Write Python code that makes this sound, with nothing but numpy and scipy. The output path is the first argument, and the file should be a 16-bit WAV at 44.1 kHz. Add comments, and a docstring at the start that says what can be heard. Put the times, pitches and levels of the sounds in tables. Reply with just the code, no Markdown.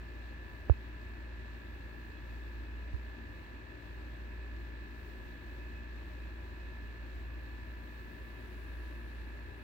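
"""A quiet room with a fridge-like compressor running, heard by a hand-held phone with two microphones.
The motor buzzes once a turn and its hum beats slowly against other machines. Under it lies a bed of
moving air, rumbling in the room's modes, with a fine hiss on top. A finger bumps the phone beside the
right microphone and later nudges it again. Near the end a thin sizzle fades in on the left."""
import sys
import numpy as np
from scipy import signal
from scipy.fft import rfft, irfft
from scipy.io import wavfile
from scipy.ndimage import uniform_filter1d

SR = 44100
rng = np.random.default_rng(int(sys.argv[2]) if len(sys.argv) > 2 else 0)


def store_pcm(level_fs):
    """Save levels as 16-bit WAV."""
    pcm = np.round(np.clip(level_fs, -1, 1) * 32767).astype(np.int16)
    wavfile.write(sys.argv[1], SR, np.atleast_2d(pcm).T)


N = 424683

SHAFT_HZ = 58.02
# other motors and the mains, beating with the hum: f/Hz, level/dB re the hum, in step with it at t/s
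NEIGHBOUR_HUMS = [(57.53, -15, 4.64), (58.67, -12, 4.33), (59.89, -18.5, 4.58)]
# partials of the motor's buzz: multiple of the shaft rate, left level/dB, right level/dB
BUZZ_PARTIALS = [(2, -62.5, -69.5), (3, -80, -77), (4, -68.5, -79), (15, -79, -90), (16, -79, -75),
                 (17, -67.5, -85), (20, -81, -75.5), (23, -70.5, -80), (26, -81, -71), (27, -87, -80),
                 (28, -64, -76.5), (29, -68, -63.5), (30, -62, -61), (31, -109, -79), (32, -70, -91),
                 (33, -85, -87), (34, -102, -72), (44, -87, -70), (59, -80.5, -105), (68, -84, -106),
                 (69, -82, -106)]
# how air and motor reach the two microphones: f/Hz, likeness (0-1), left phase lead/rad
STEREO_IMAGE = [(50, 0.82, 0.83), (110, 0.73, 0.36), (230, 0.92, 0.22), (358, 0.87, 0.63),
                (480, 0.46, 1.05), (620, 1, 1.4), (784, 0.6, 1.24), (1250, 0.2, 1.56), (1310, 0.1, 2.7),
                (1672, 0.59, 4.92), (1772, 0.4, 4.75), (1858, 1, 9.4), (2090, 0, 12.2), (2600, 0.18, 12.83)]
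# rush of air before the room's modes colour it: f/Hz, left level/dB, right level/dB (both per Hz)
AIR_SPECTRUM = [(19.5, -94, -88.5), (48.3, -79, -73), (82, -73, -74), (151, -82, -86.5), (250, -83, -87.5),
                (362, -77, -82), (423.6, -89.5, -97.5), (756, -88, -95.5), (1320, -93.5, -94),
                (1876, -93, -85), (2000, -90.5, -95.5), (2677, -96.5, -89.5), (3295, -108, -110),
                (5800, -130, -135)]
# the room's standing waves and the nulls between them: f/Hz, width/Hz, lift/dB
ROOM_RESONANCES = [(80, 15, 4.5), (172, 18, 3.5), (187, 10.4, -6.5), (203, 10, 3.5), (236, 11.4, 8.5),
                   (294.5, 36, 5), (415.6, 30, 7.5), (524, 41, 5.5), (609, 29, 6), (741, 65, -5.5)]
# fine hiss at the microphones: f/Hz, left level/dB, right level/dB (both per Hz)
HISS_SPECTRUM = [(2520, -104, -112), (3750, -98, -113), (4230, -99.5, -116), (5010, -107, -124),
                 (7200, -112.5, -129), (7560, -109, -131), (8130, -116, -130), (11200, -120, -126),
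                 (11600, -118, -122.5), (13900, -114, -125), (14600, -108, -125)]
# finger touching the phone: t/s, thud gain/dB, tick gain/dB
FINGER_BUMPS = [(0.6972, -4.5, -12), (2.935, -20, -70)]
# brief rings of the phone's case that make up the tick: f/Hz, peak at t/s, relative level/dB
CASE_MODES = [(444, 0.00054, -0.5), (1360, 0.00039, -19), (2500, .00025, -22)]


def undb(db):
    """Decibels to gain."""
    return 10 ** (np.asarray(db) / 20)


def curves_at(table, hz):
    """A table's curves read at hz, along its first column on a log-frequency axis."""
    knots, *columns = np.transpose(table)
    return np.array([np.interp(np.log(hz + 1e-3), np.log(knots), column) for column in columns])


def wander(rate_hz):
    """Slow random modulation: steps at rate_hz, smoothed twice, with a spread of 1."""
    hold = int(SR / rate_hz)
    steps = np.repeat(rng.standard_normal(N // hold + 1), hold)
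    smooth = uniform_filter1d(uniform_filter1d(steps, hold), hold)[:N]
    return smooth / smooth.std()


def noise_pair():
    """Bin frequencies and the spectra of two unrelated white noises at 0 dB per Hz."""
    return np.arange(N // 2 + 1) * SR / N, rfft(rng.standard_normal((2, N))) * np.sqrt(SR / 2)


def resonance(hz, centre_hz, width_hz):
    """Gain of a resonant peak, 1 at its centre."""
    return 1 / np.sqrt(1 + (2 * (hz - centre_hz) / width_hz) ** 2)


def fade_in(start_s, length_s):
    """0 until start_s, then a straight climb to 1, held."""
    return np.clip((np.arange(N) / SR - start_s) / length_s, 0, 1)


def hum(shaft_angle, level_db=-46, left_lead_rad=0.37, waver_db=0.6):
    """The shaft's own note swells and sinks as its neighbours drift in and out of step."""
    t = np.arange(N) / SR
    beating = 1 + sum(undb(db) * np.exp(2j * np.pi * (hz - SHAFT_HZ) * (t - in_step_s))
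                      for hz, db, in_step_s in NEIGHBOUR_HUMS)
    note = beating * np.exp(1j * np.array([shaft_angle + left_lead_rad, shaft_angle]))
    return np.sqrt(2) * undb(level_db + waver_db * wander(5)) * note.imag


def buzz(shaft_angle, scatter_rad=0.25, waver_db=1.1, flutter_db=3.5, flutter_above_hz=2300):
    """One soft knock a turn shakes the housing, so its partials peak together; the high ones flutter."""
    out = np.zeros((2, N))
    for multiple, left_db, right_db in BUZZ_PARTIALS:
        hz = multiple * SHAFT_HZ
        _, lead = curves_at(STEREO_IMAGE, hz)
        phase = multiple * shaft_angle + scatter_rad * rng.standard_normal()
        wobble_db = flutter_db * wander(32) if hz > flutter_above_hz else waver_db * wander(5)
        gain = np.sqrt(2) * undb(wobble_db) * undb([[left_db], [right_db]])
        out += gain * np.cos([phase + lead / 2, phase - lead / 2])
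    return out


def rasp(shaft_angle, centre_hz=4100, width_hz=1100, left_db=-99, right_db=-118):
    """A small puff of noise on each turn rings a high resonance of the housing."""
    hz, white = noise_pair()
    puffs = ((1 + np.cos(shaft_angle)) / 2) ** 2
    ring = irfft(white * resonance(hz, centre_hz, width_hz) ** 2, N)
    return puffs * ring * undb([[left_db], [right_db]])


def compressor(drift_hz=0.0199):
    """An induction motor at nearly steady speed: hum, buzz and rasp all ride on one shaft."""
    shaft_angle = 2 * np.pi * np.cumsum(SHAFT_HZ + drift_hz * wander(0.99)) / SR
    return hum(shaft_angle) + buzz(shaft_angle) + rasp(shaft_angle)


def room_air(swell_db=0.34, drone_hz=320, drone_width_hz=300):
    """Moving air coloured by the room's modes, narrow in the lows and mostly wide in the highs."""
    hz, (left, unrelated) = noise_pair()
    likeness, lead = curves_at(STEREO_IMAGE, hz)
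    right = (likeness * left + np.sqrt(1 - likeness ** 2) * unrelated) * np.exp(-1j * lead)
    modes_db = sum(db * resonance(hz, centre, width) ** 2 for centre, width, db in ROOM_RESONANCES)
    spectra = np.array([left, right]) * undb(curves_at(AIR_SPECTRUM, hz) + modes_db)
    # the low drone breathes a little while the rest stays even
    drone = irfft(spectra * resonance(hz, drone_hz, drone_width_hz) ** 2, N)
    return irfft(spectra, N) + drone * (undb(swell_db * wander(4.4)) - 1)


def hiss(crossover_hz=9000, flicker_db=0.55, top_flicker_db=0.9, top_swell_db=0.5):
    """Fine, wide hiss, brighter on the left; the top end flickers most and lifts a little late on."""
    hz, white = noise_pair()
    spectra = white * undb(curves_at(HISS_SPECTRUM, hz))
    top_share = hz ** 8 / (hz ** 8 + crossover_hz ** 8)
    body = irfft(spectra * (1 - top_share), N)
    top = irfft(spectra * top_share, N)
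    lift_db = -0.5 + 1.5 * fade_in(start_s=7, length_s=0.5)
    top_db = lift_db + top_swell_db * wander(2) + top_flicker_db * wander(9)
    return (body + top * undb(top_db)) * undb(flicker_db * wander(12))


def finger_bumps(thud_hz=86, sag_s=0.051, thud_s=0.018, give_s=0.0019, left_bleed_db=-42, soft_hz=3000):
    """A soft fingertip ticks on the case, then the phone rocks for a few cycles; almost hard right."""
    touches = np.zeros(N)
    for start_s, thud_db, tick_db in FINGER_BUMPS:
        age = np.maximum(np.arange(N) / SR - start_s, 0)
        knock, *overtones = (
            undb(db) * np.sin(2 * np.pi * hz * age) * age / peak_s * np.exp(1 - age / peak_s)
            for hz, peak_s, db in CASE_MODES)
        tick = sum(overtones) - knock
        push_age = np.maximum(age - give_s, 0)  # the flesh gives before it pushes
        cycles = thud_hz * sag_s * (1 - np.exp(-push_age / sag_s))  # rocking slows as contact loosens
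        envelope = np.sqrt(push_age / thud_s) * np.exp(-(push_age / thud_s) ** 2)
        thud = envelope * np.sin(2 * np.pi * cycles)
        touches += undb(tick_db) * tick + undb(thud_db) * thud
    softened = signal.sosfilt(signal.butter(2, soft_hz, fs=SR, output="sos"), touches)
    return np.array([undb(left_bleed_db) * softened, softened])


def sizzle(level_db=-79, skirt_db=-11, flicker_db=2.5):
    """A thin band of treble on a faint broad skirt fades in hard left and stays, flickering."""
    hz, (core, skirt) = noise_pair()
    core *= resonance(hz, centre_hz=10600, width_hz=900)
    skirt *= undb(skirt_db) * resonance(hz, centre_hz=12000, width_hz=5500) ** 2
    left = irfft(core + skirt, N)
    gain = undb(level_db - flicker_db * wander(4)) * fade_in(start_s=7.2, length_s=1.0)
    return np.array([gain * left / left.std(), np.zeros(N)])


def scene():
    """The mix: a bed of motor, air and hiss, then the finger bumps and the late sizzle."""
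    return compressor() + room_air() + hiss() + finger_bumps() + sizzle()


def record(dry):
    """The phone rolls off the top end steeply."""
    cutoff_hz = 15800
    return signal.sosfilt(signal.ellip(12, .1, 80, cutoff_hz, fs=SR, output="sos"), dry)


dry = scene()
out = record(dry)
store_pcm(out)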